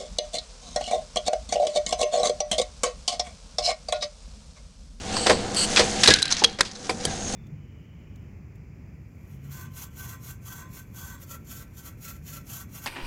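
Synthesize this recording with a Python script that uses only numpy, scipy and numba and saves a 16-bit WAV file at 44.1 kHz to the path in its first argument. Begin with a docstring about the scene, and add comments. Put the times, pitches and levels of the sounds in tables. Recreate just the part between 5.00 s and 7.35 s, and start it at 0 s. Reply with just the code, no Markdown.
"""One cycle of a vial filling and capping machine, close up. The drive hums and vials tick throughout.
From 0.1 s air seeps, slides and grippers knock on the steel frame, latches snap and heavy parts thud.
At 0.56 s a valve vents. From 1 s a leak whistles, a steel plate rings, glass vials clink and scrape.
At 1.44 s the capping head hits its stop; more knocks follow, and the leak returns near 2 s.
The hall adds a short tail; a fast limiter flattens the hardest blows."""
import sys
import numpy as np
from scipy import signal
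from scipy.fft import rfft, irfft, next_fast_len
from scipy.io import wavfile
from scipy.ndimage import uniform_filter1d, minimum_filter1d
from numba import njit

SR = 44100
rng = np.random.default_rng(int(sys.argv[2]) if len(sys.argv) > 2 else 0)


def transcribe(signal):
    """Save signal, clipped to [-1, 1], as a 16-bit WAV file at the path in sys.argv[1]."""
    frames = np.atleast_2d(signal).T
    limited = np.clip(frames, -1, 1)
    pcm = np.round(limited * 32767).astype(np.int16)
    wavfile.write(sys.argv[1], SR, pcm)


N = 103635
T = np.arange(N) / SR

# running noise: time_s, bass_db, low_mids_db, upper_mids_db, treble_db
RUNNING_LEVELS = [(0.0, -38, -45.5, -40, -45.5), (0.14, -35.5, -32, -28.5, -37),
                  (0.25, -35, -35, -31.5, -37.5), (0.37, -33.5, -35.5, -31.5, -44),
                  (0.59, -37.5, -34.5, -37, -37), (0.72, -32.5, -33, -26.5, -30),
                  (0.98, -35.5, -34, -28.5, -34), (1.118, -32, -34, -16.5, -29),
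                  (1.21, -45, -51, -31.5, -47), (1.3, -40, -47, -29.5, -46.5), (1.42, -42, -45, -29.5, -48),
                  (1.51, -40, -47.5, -38, -53), (1.64, -48, -57.5, -51.5, -62),
                  (1.86, -43.5, -44.5, -40.5, -43.5), (1.96, -36, -43.5, -44, -44),
                  (2.052, -44, -37.5, -33.5, -40.5), (2.25, -36.5, -39.5, -37.5, -40.5),
                  (2.35, -32.5, -34.5, -31.5, -34.5)]
# spectra of those four bands: freq_hz, gain_db
BASS_SPECTRUM = [(15, 3), (40, -1.5), (85, 2.5), (130, -1), (200, 3.5), (280, -0.5), (500, -32.5),
                 (3000, -54)]
LOW_MID_SPECTRUM = [(150, -4), (320, 3), (480, 1), (780, 1.5), (1050, -5.5), (1600, -7), (3000, -38),
                    (9000, -61)]
UPPER_MID_SPECTRUM = [(600, -16.5), (1200, 0.5), (1700, 8.5), (2500, 8), (4300, 9.5), (5500, 2),
                      (8000, -50)]
TREBLE_SPECTRUM = [(3000, -14), (5000, 3.5), (6300, 8), (8300, 1), (10300, -6.5), (11500, -27),
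                   (13000, -37)]
# drive tones, relative to the low mids: pitch_hz, width_hz, level_db
HUM_TONES = [(205.9, 9.5, -2.5), (491, 27, -5.5), (684.6, 8.9, -11.5), (768.7, 18.6, -5.5)]

# vial on vial: start_s, level_db
CLINKS = [(1.0765, 13), (1.1385, 3.5), (1.227, -3), (1.256, -16), (1.2805, -17), (1.324, -8), (1.340, -22),
          (1.756, -34.5)]
# vial modes: pitch_hz, level_db, t60_s
GLASS_MODES = [(3950, -1.5, 0.015), (4026, -7.5, 0.03), (4480, -10, 0.015), (5200, -9, 0.014),
               (6230, -15, 0.02), (7780, -9.5, 0.01), (9350, -7.5, 0.0084)]
# vials on the rail: start_s, end_s, level_db
SCRAPES = [(1.304, 1.324, -20.5), (1.365, 1.408, -31.5)]
# scrapes and ticks: freq_hz, gain_db
SCRAPE_SPECTRUM = [(500, -8), (1600, 5), (2600, -6), (4000, 7), (6200, 11.5), (8000, -4), (10000, -11),
                   (12500, -54)]

# slow seeps, valve vents, thin leaks: start_s, end_s, level_db
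SEEPS = [(.11, .33, -30.5), (.36, .98, -51)]
VENTS = [(.56, .651, -23)]
LEAKS = [(1.0, 1.012, -23.5), (2.03, 2.19, -45), (2.195, 2.35, -37.5)]
# valve port resonances: centre_hz, width_hz, level_db
PORT_RESONANCES = [(2970, 400, -6.5), (4465, 290, 1), (7730, 660, -6.5), (8200, 360, -2.5)]
# broad rush of a vent: freq_hz, gain_db
RUSH_SPECTRUM = [(300, -11), (1500, 4.5), (3000, -3.5), (6000, 3), (10300, 0), (12500, -25)]

# slides and grippers, and two valve clicks at 0.546 and 0.553 s: start_s, clack_db, click_db, snap_db, t60_s
KNOCKS = [(.1665, -25, -23.5, -32, 0.035), (0.2632, -22.5, -19.5, -32, 0.11), (0.268, -18, -16, -37, 0.06),
          (0.2965, -11.5, -14, -25, 0.048), (.305, -14.5, -19.5, -36, 0.044), (0.313, -23, -22, -34, 0.076),
          (0.546, -34, -24, -25, 0.021), (0.553, -38, -30, -31, 0.033), (.761, -17, -11, -30, 0.029),
          (.770, -17, -13.5, -43, 0.17), (0.794, -19, -14.5, -28.5, 0.098),
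          (1.034, -18.5, -9.5, -22, 0.091), (1.06, -29, -12, -39, 0.033), (1.0747, -7.5, -5, -15, 0.056),
          (1.084, -15, -11, -32, 0.053), (1.104, -31, -9.5, -26, 0.062), (1.138, -38, 2.5, -21, 0.0098),
          (1.161, -33, -20, -27, 0.017), (1.186, -47, -23.5, -38, 0.075), (1.22, -25, -19, -23, 0.024),
          (1.254, -29, -20.5, -40, 0.021), (1.3668, -34, -22, -48, 0.027), (1.438, -16, -4, -25, 0.0094),
          (1.443, -9, -5, -11.5, 0.018), (1.587, -33, -32, -48, 0.21), (1.6074, -6.5, -6, -14, 0.021),
          (1.65, -56, -33, -50, 0.19), (1.894, -26.5, -25.5, -31.5, 0.084),
          (2.0516, -27.5, -21.5, -14.5, 0.02)]
# mid, treble and high-treble bands of a knock: freq_hz, gain_db
CLACK_SPECTRUM = [(300, -8.5), (700, -7.5), (1000, 0), (1400, 0.5), (1900, 2), (2400, -3.5), (3500, -19.5),
                  (8000, -42)]
CLICK_SPECTRUM = [(800, -40), (2200, -1.5), (3400, 3.5), (5000, 4.5), (6500, -3), (8500, -7.5),
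                  (12500, -62.5)]
SNAP_SPECTRUM = [(1000, -16), (5000, 3), (7000, 5), (8300, 5.5), (10000, 5.5), (12500, -21)]
# steel latches: start_s, lower_hz, upper_hz, level_db
LATCHES = [(0.167, 1020, 4930, -14.5), (0.7694, 2510, 3370, -5), (0.776, 2370, 3540, -7),
           (1.035, 3330, 5500, -6.5), (1.104, 4000, 4940, -11), (1.607, 1840, 5260, -10.5),
           (1.8964, 2340, 4860, -14), (2.0527, 3200, 4700, -13)]

# heavy parts landing: start_s, level_db, pitch_hz, t60_s
THUDS = [(.262, -11, 703, 0.029), (.270, -11.5, 330, 0.024), (.293, -13, 589, 0.074),
         (.299, -6.5, 610, 0.068), (.305, -8, 378, .06), (.313, -9, 466, 0.08), (.793, -10, 615, 0.065),
         (.801, -17.5, 360, 0.057), (.806, -15.5, 507, 0.14), (1.085, -7.5, 426, 0.058),
         (1.105, -14, 312, 0.044), (1.4195, -16.5, 852, 0.058), (1.436, -16, 490, 0.058),
         (1.59, -27, 553, 0.11), (1.6076, -22, 383, 0.048), (1.894, -21, 758, 0.079),
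         (1.8958, -17.5, 499, 0.05), (1.894, -19.5, 984, 0.044), (2.052, -18, 470, .025)]
# frame modes: pitch_hz, level_db, t60_s
FRAME_MODES = [(326, -4, 0.04), (403, 1.5, 0.068), (462.6, 0.5, 0.13), (516.4, 8.5, 0.037), (610, 4, 0.045),
               (733, 8.5, 0.022), (977, 1, 0.034)]
# blows on the plate, heavy stops on the base, capping head on its stop: start_s, level_db
PLATE_BLOWS = [(1.058, -23.5), (1.077, -25.5), (1.107, -15.5), (2.068, -37)]
THUMPS = [(1.083, -24.5), (2.066, -24.5)]
HEAD_BLOWS = [(1.4445, 11)]
# plate and capping head modes: pitch_hz, level_db, t60_s
PLATE_MODES = [(1666, 5.5, 0.1), (2007, 0.5, 0.086), (3720, -4.5, 0.21)]
HEAD_MODES = [(3296, -4.5, 0.025), (4100, -5.5, 0.014), (4700, -13, 0.021), (6340, -12, 0.015)]
# shaking base, hall tail: freq_hz, gain_db
THUMP_SPECTRUM = [(20, -17), (45, 6), (85, 0), (150, -2.5), (330, -12), (600, -25), (3000, -82)]
HALL_SPECTRUM = [(100, 17.5), (600, 4.5), (2000, -5), (6000, -10.5), (12000, -5.5)]


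def amp(db):
    return 10 ** (np.asarray(db) / 20)


def unit_rms(x):
    return x / np.sqrt(np.mean(x ** 2))


def noise():
    return rng.standard_normal(N)


def convolve(x, response):
    return signal.fftconvolve(x, response)[:N]


def add_at(track, start_s, sound):
    i = int(start_s * SR)
    track[i:i + len(sound)] += sound[:N - i]


def decay(start_s, t60_s):
    """Step onset, exponential fall."""
    return (T >= start_s) * np.exp(-np.log(1000) * np.clip((T - start_s) / t60_s, 0, 10))


def gates(rows, attack_s, release_s):
    """Linear rise, hold and exponential release per row."""
    return sum(amp(db) * np.clip((T - start_s) / attack_s, 0, 1)
               * np.exp(-np.clip((T - end_s) / release_s, 0, 20)) for start_s, end_s, db in rows)


def colour(x, spectrum, size=4096):
    """Minimum-phase filter; white noise keeps its power."""
    hz, db = np.array(spectrum).T
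    bins_hz = np.fft.rfftfreq(size, 1 / SR)
    log_gain = np.log(amp(np.interp(np.log(bins_hz + 1), np.log(hz), db)))
    cepstrum = irfft(log_gain)[:size // 2]
    cepstrum[0] = 0
    response = irfft(np.exp(rfft(2 * cepstrum, size)))
    return convolve(x, response / np.linalg.norm(response))


def resonant_noise(centre_hz, width_hz):
    """Noise in one steep-sided resonance, rms 1."""
    size = next_fast_len(N)
    detune = 2 * (np.fft.rfftfreq(size, 1 / SR) - centre_hz) / width_hz
    return unit_rms(irfft(rfft(noise(), size) / (1 + detune ** 2 / 2), size)[:N])


def grainy_noise(depth):
    """Noise with a fluttering level, rms 1."""
    flutter = resonant_noise(0, width_hz=250)
    return unit_rms(noise() * np.exp(depth * flutter))


def ring(modes, contact_s=0.00062):
    """Damped modes after one tap, building over the contact time."""
    tones = sum(amp(db) * decay(0, t60_s) * np.sin(2 * np.pi * hz * T) for hz, db, t60_s in modes)
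    return (1 - np.exp(-T / contact_s)) * tones


def struck(blows, modes):
    """The same modes ring at every blow."""
    response, out = ring(modes), np.zeros(N)
    for start_s, db in blows:
        add_at(out, start_s, amp(db) * response)
    return out


def rattle(t60_s, attack_s=0.00045, size=8192):
    """Tiny contacts as a dying noise burst with a flattened spectrum."""
    t = T[:size]
    onset = np.clip(t / attack_s, 0, 1)
    envelope = onset * np.exp(-np.log(1000) * t / t60_s)
    spectrum = rfft(rng.standard_normal(size) * envelope, 2 * size)
    smooth_power = uniform_filter1d(abs(spectrum) ** 2, size=25)
    burst = onset * irfft(spectrum / np.sqrt(smooth_power))[:size]
    return burst * np.linalg.norm(envelope) / np.linalg.norm(burst)


def drive(motor_db=-58, upper_trim_db=-6, treble_trim_db=-0.5, grain=0.21):
    """Wavering drive and motor tones in the rumble and hiss of the running line."""
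    times_s, *levels_db = np.array(RUNNING_LEVELS).T
    bass, low, upper, treble = (amp(np.interp(T, times_s, db)) for db in levels_db)
    hum = sum(amp(db) * resonant_noise(hz, width_hz) for hz, width_hz, db in HUM_TONES)
    rumble = bass * colour(noise(), BASS_SPECTRUM) + low * (hum + colour(noise(), LOW_MID_SPECTRUM))
    mid_hiss = upper * amp(upper_trim_db) * colour(grainy_noise(grain), UPPER_MID_SPECTRUM)
    motor = amp(motor_db) * resonant_noise(centre_hz=192, width_hz=9.8)
    high_hiss = treble * amp(treble_trim_db) * colour(grainy_noise(grain), TREBLE_SPECTRUM)
    return rumble + motor + mid_hiss + high_hiss


def vials(ticks_per_s=57, tick_db=-38, scatter_db=2):
    """Jostling vials tick faintly, clink glass on glass and scrape along the rail."""
    taps = (rng.random(N) < ticks_per_s / SR) * amp(tick_db + scatter_db * noise())
    ticks = convolve(taps, decay(0, t60_s=0.029))
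    scrapes = gates(SCRAPES, attack_s=0.0014, release_s=0.0077)
    friction = colour(grainy_noise(depth=0.3) * (ticks + scrapes), SCRAPE_SPECTRUM)
    return friction + struck(CLINKS, GLASS_MODES)


def air(rush_db=-8, waver_db=2, attack_s=0.0082, release_s=0.006):
    """Compressed air seeps and vents through a resonant port; a leak whistles thinly."""
    port = unit_rms(sum(amp(db) * resonant_noise(hz, width_hz) for hz, width_hz, db in PORT_RESONANCES))
    seep = port * gates(SEEPS, attack_s=0.06, release_s=0.035)
    rush = amp(rush_db) * colour(noise(), RUSH_SPECTRUM)
    vent = (port + rush) * gates(VENTS, attack_s, release_s)
    waver = amp(waver_db * resonant_noise(0, width_hz=32))
    leak = waver * resonant_noise(centre_hz=6470, width_hz=420) * gates(LEAKS, attack_s, release_s)
    return seep + vent + leak


def knocks():
    """Slides and grippers hit the frame and the valve clicks as it opens: a brief rattle in each of three
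    bands."""
    bands = np.zeros((3, N))
    for start_s, *levels_db, t60_s in KNOCKS:
        for band, db in zip(bands, levels_db):
            add_at(band, start_s, amp(db) * rattle(t60_s))
    clack, click, snap = bands
    return colour(clack, CLACK_SPECTRUM) + colour(click, CLICK_SPECTRUM) + colour(snap, SNAP_SPECTRUM)


def latches(t60_s=0.016):
    """Each small steel latch snaps with two short tones."""
    return sum(struck([(start_s, db)], [(lower_hz, 0, t60_s), (upper_hz, 0, t60_s)])
               for start_s, lower_hz, upper_hz, db in LATCHES)


def thuds(contact_s=0.00039, frame_db=-4, frame_highpass_hz=214):
    """Each heavy part lands with its own low note and rattles the frame."""
    notes, force = np.zeros(N), np.zeros(N)
    for start_s, db, pitch_hz, t60_s in THUDS:
        age_s = np.maximum(T - start_s, 0)
        envelope = (1 - np.exp(-age_s / contact_s)) * decay(start_s, t60_s)
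        notes += amp(db) * envelope * np.sin(2 * np.pi * pitch_hz * age_s)
        add_at(force, start_s, amp(db + frame_db) * rattle(t60_s))
    highpass = signal.butter(2, frame_highpass_hz, "highpass", fs=SR, output="sos")
    frame = signal.sosfilt(highpass, ring(FRAME_MODES))
    return notes + convolve(force, frame / np.linalg.norm(frame))


def plate(shimmer_db=-12.5):
    """The struck steel plate rings; its crowded modes linger as a shimmer."""
    envelope = sum(amp(db + shimmer_db) * decay(start_s, t60_s=0.59) for start_s, db in PLATE_BLOWS)
    shimmer = envelope * resonant_noise(centre_hz=1573, width_hz=110)
    return struck(PLATE_BLOWS, PLATE_MODES) + shimmer


def base_thumps():
    """The heaviest stops shake the base: bursts of low noise."""
    envelope = sum(amp(db) * decay(start_s, t60_s=0.24) for start_s, db in THUMPS)
    return colour(noise() * envelope, THUMP_SPECTRUM)


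def capping_head():
    """The head hits its stop and rings briefly."""
    return struck(HEAD_BLOWS, HEAD_MODES)


def hall(direct, level_db=-21, delay_s=0.0066, t60_s=0.39):
    """Reflections as a short, dark noise tail."""
    tail = colour(noise() * decay(delay_s, t60_s), HALL_SPECTRUM)
    return amp(level_db) * convolve(direct, tail / np.linalg.norm(tail))


def scene():
    """Moving parts and air with their hall tail, over the drive; mono."""
    direct = knocks() + thuds() + base_thumps() + vials() + air() + plate() + capping_head() + latches()
    return (direct + hall(direct) + drive())[None]


@njit
def peak_follower(x, retention):
    """Instant attack, exponential release."""
    out, peak = np.empty(len(x)), 0.
    for i in range(len(x)):
        peak = max(abs(x[i]), peak * retention)
        out[i] = peak
    return out


def record(dry):
    """Treble roll-off, fast peak limiter, final low-pass."""
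    treble_edge_hz, top_hz = 13050, 16300
    ceiling, release_s = 0.74, 0.0008
    dull = signal.sosfilt(signal.cheby1(10, 0.5, treble_edge_hz, fs=SR, output="sos"), dry[0])
    peak = peak_follower(dull, np.exp(-1 / (release_s * SR)))
    gain = ceiling / np.maximum(peak, ceiling)
    smooth_gain = uniform_filter1d(minimum_filter1d(gain, size=5), size=5)
    lowpass = signal.ellip(8, 0.2, 70, top_hz, fs=SR, output="sos")
    return signal.sosfilt(lowpass, dull * smooth_gain)[None]


dry = scene()
out = record(dry)
transcribe(out)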